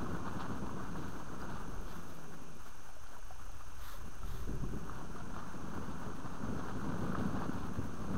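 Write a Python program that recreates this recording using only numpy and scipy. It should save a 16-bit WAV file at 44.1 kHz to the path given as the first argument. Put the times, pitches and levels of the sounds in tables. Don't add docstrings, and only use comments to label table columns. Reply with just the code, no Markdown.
import sys
import numpy as np
from scipy import signal
from scipy.fft import rfft, irfft
from scipy.io import wavfile

SR = 44100
rng = np.random.default_rng(int(sys.argv[2]) if len(sys.argv) > 2 else 0)


def dump_mix(stems):
    frames = np.atleast_2d(stems).T
    limited = np.clip(frames, -1, 1)
    pcm = np.round(limited * 32767).astype(np.int16)
    wavfile.write(sys.argv[1], SR, pcm)


N = 360297
TIME = np.arange(N) / SR

# t/s, level/dB
ICE_LOAD = [(0, -47), (0.45, -50.5), (0.78, -51), (1.0, -50), (1.27, -53), (1.52, -49.5), (1.7, -54),
            (2.3, -60.5), (3.5, -71), (4.5, -62), (4.95, -55), (5.9, -51.5), (6.22, -53), (6.45, -49.5),
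            (7.48, -47), (7.93, -55), (8.17, -47)]
# centre t/s, length/s, level/dB
COLLAPSES = [(0.41, 0.086, -46), (4.9, .06, -55), (5.0, 0.04, -51), (5.18, .07, -52), (5.36, 0.11, -50.5),
             (7.16, 0.028, -46), (7.435, 0.034, -52)]
# f/Hz, gain/dB
CRUNCH_SPECTRUM = [(300, -10), (500, -7.5), (720, 0), (900, -0.5), (1080, 2), (1380, -1), (1600, -1.5),
                   (2000, -8), (2800, -4), (4500, -8.5), (6500, -30), (10000, -35), (16000, -26.5)]
# f/Hz, width/Hz, gain/dB
HULL_MODES = [(93.2, 63, 0), (108, 34, -6.5), (171, 31, -9.5), (195, 62.5, 0.5), (258, 46.8, -1.5),
              (335, 85, -8), (426, 90, -10), (617, 122, -22.5)]
# centre t/s, length/s, level/dB
SLABS = [(0.11, 0.098, -48), (0.62, 0.083, -41), (0.98, 0.086, -42), (4.06, 0.11, -56.5),
         (4.5, 0.063, -43.5), (4.68, 0.28, -52.5), (5.82, 0.16, -44.5), (6.55, 0.11, -39.5),
         (7.08, 0.45, -39.5), (7.8, 0.34, -45.5)]
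# t/s, peak before trim/dB
BUMPS = [(0.116, -35), (4.629, -35), (6.49, -36), (6.746, -33), (7.013, -30.5), (7.045, -32), (7.126, -30),
         (7.174, -27.5), (7.247, -26.5), (7.487, -27.5), (7.783, -25)]
# t/s, peak/dB, f/Hz
CRACKS = [(0.442, -37, 950), (0.692, -35, 1090), (0.957, -36, 1210), (4.895, -34, 1200), (5.013, -38, 1070),
          (5.775, -34, 1090), (7.149, -30.5, 1650), (7.152, -30, 1240), (7.419, -32, 1170),
          (7.492, -37, 1370)]
# t/s, peak/dB, length/s
SPLINTERS = [(0.395, -46, .04), (0.97, -51, .12), (1.5, -50, .08), (1.87, -51, .06), (3.066, -52, .012),
             (5.9, -51, .03), (7.183, -47.5, .014), (7.42, -50, .03), (7.58, -50, .05)]
# f/Hz, gain/dB
WASH_SPECTRUM = [(100, 3.5), (250, 4.5), (450, 0.5), (700, -0.5), (1200, 4.5), (1600, 6), (3000, -3.5),
                 (8000, -6.5)]
# t/s, peak/dB, f/Hz, t60/s
BUBBLES = [(2.889, -45, 774, .05), (2.965, -46.5, 624, .07), (3.062, -45, 1400, .03),
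           (3.165, -43.5, 960, .05), (3.226, -47, 1500, .04), (3.306, -40, 745, .08),
           (3.358, -45, 900, .05), (3.393, -46.5, 1190, .04), (3.493, -48, 800, .06),
           (3.607, -42.5, 1200, .05), (3.719, -46.5, 1010, .05), (3.939, -46, 555, .08),
           (4.01, -46, 1000, .05), (4.231, -43, 1310, .07), (4.638, -42, 1080, .05)]
# f/Hz, width/Hz, gain/dB
CHURN_MODES = [(160, 57, 0), (364, 100, -0.5), (616, 200, -8.5)]
# t/s, level/dB
BREEZE = [(0, -58), (1.9, -51), (2.25, -68), (2.7, -55), (3.9, -46.5), (5.4, -52), (8.17, -50)]
# f/Hz, gain/dB
WIND_SPECTRUM = [(20, 12), (45, 6), (80, 0), (130, -9.5), (200, -29), (400, -41), (600, -61), (2000, -66)]
# centre t/s, length/s, air level/dB, hand level/dB
TURNS = [(1.702, 0.53, -46, -55), (4.46, 0.72, -40, -45)]
# f/Hz, width/Hz, gain/dB
CASE_MODES = [(45.3, 58, -4), (76.5, 34, -1), (127, 46, -3), (405, 51, -12.5)]
# centre t/s, length/s, level/dB
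RUBS = [(0.34, .12, -70), (1.1, 0.48, -66), (1.94, 0.25, -61), (2.13, 0.16, -62), (2.67, .08, -63),
        (3.89, 0.2, -52.5), (4.35, 0.21, -57)]
# f/Hz, gain/dB
CLOTH_SPECTRUM = [(300, -16), (1200, 17.5), (1700, 11.5), (2300, -1), (2900, 0), (3500, 7.5), (4500, 1.5),
                  (7000, -3), (10000, -5.5), (12000, 0.5), (14500, 0), (15700, -5)]
# f/Hz, gain/dB
HISS_SPECTRUM = [(100, -33), (1500, -18), (2100, 3), (2800, 9), (3500, 2), (5000, 1), (5600, 5.5),
                 (7100, 0.5), (8000, -2.5), (9600, 0.5), (11200, -18.5), (13800, -5.5), (15700, -48)]
# f/Hz, width/Hz, gain/dB
HISS_HUMPS = [(6180, 230, -5), (6480, 180, -6.5), (8750, 280, -13.5)]
# f/Hz, rms level/dB
WHINE_TONES = [(2400, -82), (5743, -88), (5787, -87), (6421, -83), (7200, -93), (12812, -97)]
# start/s, end/s, rate/Hz
TICK_SPELLS = [(1.68, 3.1, 14.9), (1.697, 3.1, 14.9), (3.15, 5.0, 29.9), (6.93, 8.15, 14.9)]

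USUAL_LOAD_DB = -52.5


def ice(load_db, crunch_db=-2, chip_db=-5, chip_hz=(950, 1080, 1210, 1330, 1450), chip_width_hz=110):
    level = np.hypot(from_db(load_db), swells(COLLAPSES, steepness=1.8))
    fractures = grains(per_s=2500, spread_db=3.5, clump_db=2)
    crunch = rms_one(through_case(colour(fractures, CRUNCH_SPECTRUM)))
    chips = sum(resonate(grains(per_s=45, spread_db=1, clump_db=1.5), [(hz, chip_width_hz, 0)])
                for hz in chip_hz)
    return level * (from_db(crunch_db) * crunch + from_db(chip_db) * rms_one(through_case(chips)))


def hull(extra_load_db, drum_db=-47, load_slope=1.2, coast_db=-4, screened_db=-2.5,
         bump_trim_db=-2, contact_s=0.0065):
    steady_db = drum_db + load_slope * extra_load_db + coast_db * coasting() + screened_db * astern()
    level = np.hypot(from_db(steady_db), swells(SLABS, steepness=2.8))
    shards = grains(per_s=1000, spread_db=2, clump_db=2)
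    out = level * rms_one(resonate(shards, HULL_MODES))
    t = TIME[:SR // 8]
    for s, db in BUMPS:
        scrape = rng.standard_normal(len(t)) * np.exp(-t / contact_s)
        add(out, s, db + bump_trim_db, resonate(butter(scrape, 2, 800), HULL_MODES))
    return out


def cracks(t60_s=0.015, snap_s=0.0014, snap_hz=(700, 1600)):
    out = np.zeros(N)
    for s, db, hz in CRACKS:
        ring = ping(hz, t60_s)
        snap = burst(len(ring), 3, snap_hz, snap_s)
        add(out, s, db, through_case(ring + snap))
    return out


def splinters(band_hz=(2300, 4600)):
    out = np.zeros(N)
    clicks = butter(grains(per_s=900, spread_db=2, clump_db=0) + 1e-18, 2, band_hz, "band")
    for s, db, length_s in SPLINTERS:
        add(out, s, db, clicks[int(s * SR):int((s + length_s) * SR)])
    return out


def tink(at_s=1.416, peak_db=-51, hz=4850, t60_s=0.03):
    out = np.zeros(N)
    add(out, at_s, peak_db, ping(hz, t60_s))
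    return out


def wake(wash_db=-58, splash_s=0.0036, splash_hz=(600, 1900), small_db=-57, small_count=60):
    wash = colour(grains(per_s=3000, spread_db=2, clump_db=2.5), WASH_SPECTRUM)
    out = from_db(wash_db) * rms_one(through_case(wash))
    for s, db, hz, t60_s in BUBBLES:
        ring = ping(hz, t60_s, rise=0.047)
        splash = 0.9 * burst(len(ring), 2, splash_hz, splash_s)
        add(out, s, db, through_case(ring + splash))
    for when, pitch, strength in rng.random((small_count, 3)):
        hz = 520 * 3 ** pitch
        add(out, 2.1 + 2.7 * when, small_db + 6 * strength, ping(hz, t60_s=25 / hz, rise=0.08))
    return out


def propeller(churn_db=-57):
    churn = resonate(grains(per_s=1500, spread_db=-0.5, clump_db=1.5), CHURN_MODES)
    return from_db(churn_db) * astern() * (1 - coasting()) * rms_one(through_case(churn))


def motor(extra_load_db, hum_hz=164, hum_db=-60, load_slope=0.26, wander=0.0304, waver_db=2.5):
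    hz = hum_hz * (1 + wander * drift(4.8))
    phase = 2 * np.pi * np.cumsum(hz) / SR
    level = from_db(hum_db + load_slope * extra_load_db + waver_db * drift(6))
    return (1 - coasting()) * level * np.sqrt(2) * np.sin(phase)


def wind(lump_db=1, low_cut_hz=12):
    eddies = rng.standard_normal(N) * from_db(lump_db * drift(3.3))
    rumble = butter(colour(eddies, WIND_SPECTRUM), 3, low_cut_hz, "high")
    rush = swells([(s, length_s, air_db) for s, length_s, air_db, _ in TURNS], steepness=2.1)
    return np.hypot(from_db(in_time(BREEZE)), rush) * rms_one(rumble)


def handling(stretch=1.02, lag_s=0.16, top_hz=700):
    slips = resonate(grains(per_s=260, spread_db=1.5, clump_db=3.5), CASE_MODES)
    grips = [(s + lag_s, stretch * length_s, hand_db) for s, length_s, _, hand_db in TURNS]
    return swells(grips, steepness=1.7) * rms_one(butter(slips, 2, top_hz))


def jacket():
    threads = grains(per_s=9000, spread_db=3, clump_db=1.2)
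    return swells(RUBS, steepness=2.1) * rms_one(colour(threads, CLOTH_SPECTRUM))


def electronics(hiss_db=-66, hump_db=-69, wobble_rad=1.9,
                tick_db=-56, tick_s=0.0017, upper_hz=12520, lower_hz=10600):
    out = from_db(hiss_db) * rms_one(colour(rng.standard_normal(N), HISS_SPECTRUM))
    out += from_db(hump_db) * rms_one(resonate(rng.standard_normal(N), HISS_HUMPS))
    for hz, db in WHINE_TONES:
        out += from_db(db) * np.sqrt(2) * np.sin(2 * np.pi * hz * TIME + wobble_rad * drift(2.7))
    t = TIME[:int(tick_s * SR)]
    partials = np.sin(2 * np.pi * upper_hz * t) + from_db(-3) * np.sin(2 * np.pi * lower_hz * t)
    tick = np.hanning(len(t)) * partials
    for start_s, end_s, rate_hz in TICK_SPELLS:
        for s in np.arange(start_s, min(end_s, TIME[-1] - 0.02), 1 / rate_hz):
            add(out, s + 0.0004 * rng.normal(), tick_db + 1.8 * rng.normal(), tick)
    return out


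def coasting(off_s=2.6, on_s=3.99, stop_s=0.033, spin_up_s=0.67):
    return np.clip(np.minimum((TIME - off_s) / stop_s, 1 - (TIME - on_s) / spin_up_s), 0, 1)


def astern(from_s=1, to_s=4.85, swing_s=0.36):
    return np.clip(np.minimum(TIME - from_s, to_s - TIME) / swing_s + 0.5, 0, 1)


def through_case(x, cutoff_hz=1563, leak_hz=2300, leak_db=-14):
    return butter(x, 10, cutoff_hz) + from_db(leak_db) * butter(x, 3, leak_hz, "high")


def grains(per_s, spread_db, clump_db):
    born = rng.random(N) < per_s / SR
    size_db = spread_db * np.minimum(rng.exponential(1, N), 4) + clump_db * drift(19)
    return born * from_db(size_db) * rng.choice([-1, 1], N)


def ping(hz, t60_s, rise=0):
    t = TIME[:int(t60_s * SR) + 2]
    return np.sin(2 * np.pi * hz * t * (1 + rise * t / t60_s / 2)) * from_db(-60 * t / t60_s)


def burst(samples, order, band_hz, decay_s):
    noise = butter(rng.standard_normal(samples), order, band_hz, "band")
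    return rms_one(noise) * np.exp(-TIME[:samples] / decay_s)


def drift(rate_hz, hop=40, settle=2000):
    r = np.exp(-2 * np.pi * rate_hz * hop / SR)
    noise = rng.standard_normal(N // hop + settle + 2)
    slow = signal.lfilter([1], [1, -2 * r, r * r], noise)[settle:]
    return np.interp(np.arange(N) / hop, np.arange(len(slow)), rms_one(slow))


def colour(x, spectrum):
    hz, db = np.transpose(spectrum)
    grid_hz = np.linspace(0, SR / 2, 4097)
    gain = from_db(np.interp(np.log(grid_hz + 1), np.log(hz), db))
    cepstrum = irfft(np.log(gain))
    cepstrum[1:len(grid_hz) - 1] *= 2
    cepstrum[len(grid_hz):] = 0
    return signal.fftconvolve(x, irfft(np.exp(rfft(cepstrum))))[:N]


def resonate(x, modes):
    out = 0
    for k, (hz, width_hz, db) in enumerate(modes):
        r = np.exp(-np.pi * width_hz / SR)
        gain = (-1) ** k * from_db(db) * (1 - r * r) / 2
        feedback = [1, -2 * r * np.cos(2 * np.pi * hz / SR), r * r]
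        out = out + signal.lfilter([gain, 0, -gain], feedback, x + 1e-18)
    return out


def butter(x, order, hz, kind="low"):
    return signal.sosfilt(signal.butter(order, hz, kind, fs=SR, output="sos"), x)


def swells(rows, steepness):
    power = 0
    for s, length_s, db in rows:
        falloff = np.minimum(np.abs(2 * (TIME - s) / length_s) ** steepness, 20)
        power += (from_db(db) * np.exp(-falloff)) ** 2
    return np.sqrt(power)


def add(out, s, peak_db, sound):
    at = max(int(s * SR), 0)
    out[at:at + len(sound)] += (from_db(peak_db) * sound / np.abs(sound).max())[:N - at]


def in_time(rows):
    return np.interp(TIME, *np.transpose(rows))


def from_db(db):
    return 10 ** (np.asarray(db) / 20)


def rms_one(x):
    return x / np.sqrt(np.mean(x ** 2) + 1e-20)


def scene():
    load_db = in_time(ICE_LOAD)
    extra_load_db = load_db - USUAL_LOAD_DB
    bow = hull(extra_load_db) + ice(load_db) + cracks() + splinters() + tink()
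    stern = wake() + motor(extra_load_db) + propeller()
    return (bow + stern + wind() + handling() + jacket() + electronics())[None]


def record(dry, cutoff_hz=15750, dc_offset=-0.0167):
    return dc_offset + signal.sosfilt(signal.ellip(12, 0.1, 70, cutoff_hz, fs=SR, output="sos"), dry)


dry = scene()
out = record(dry)
dump_mix(out)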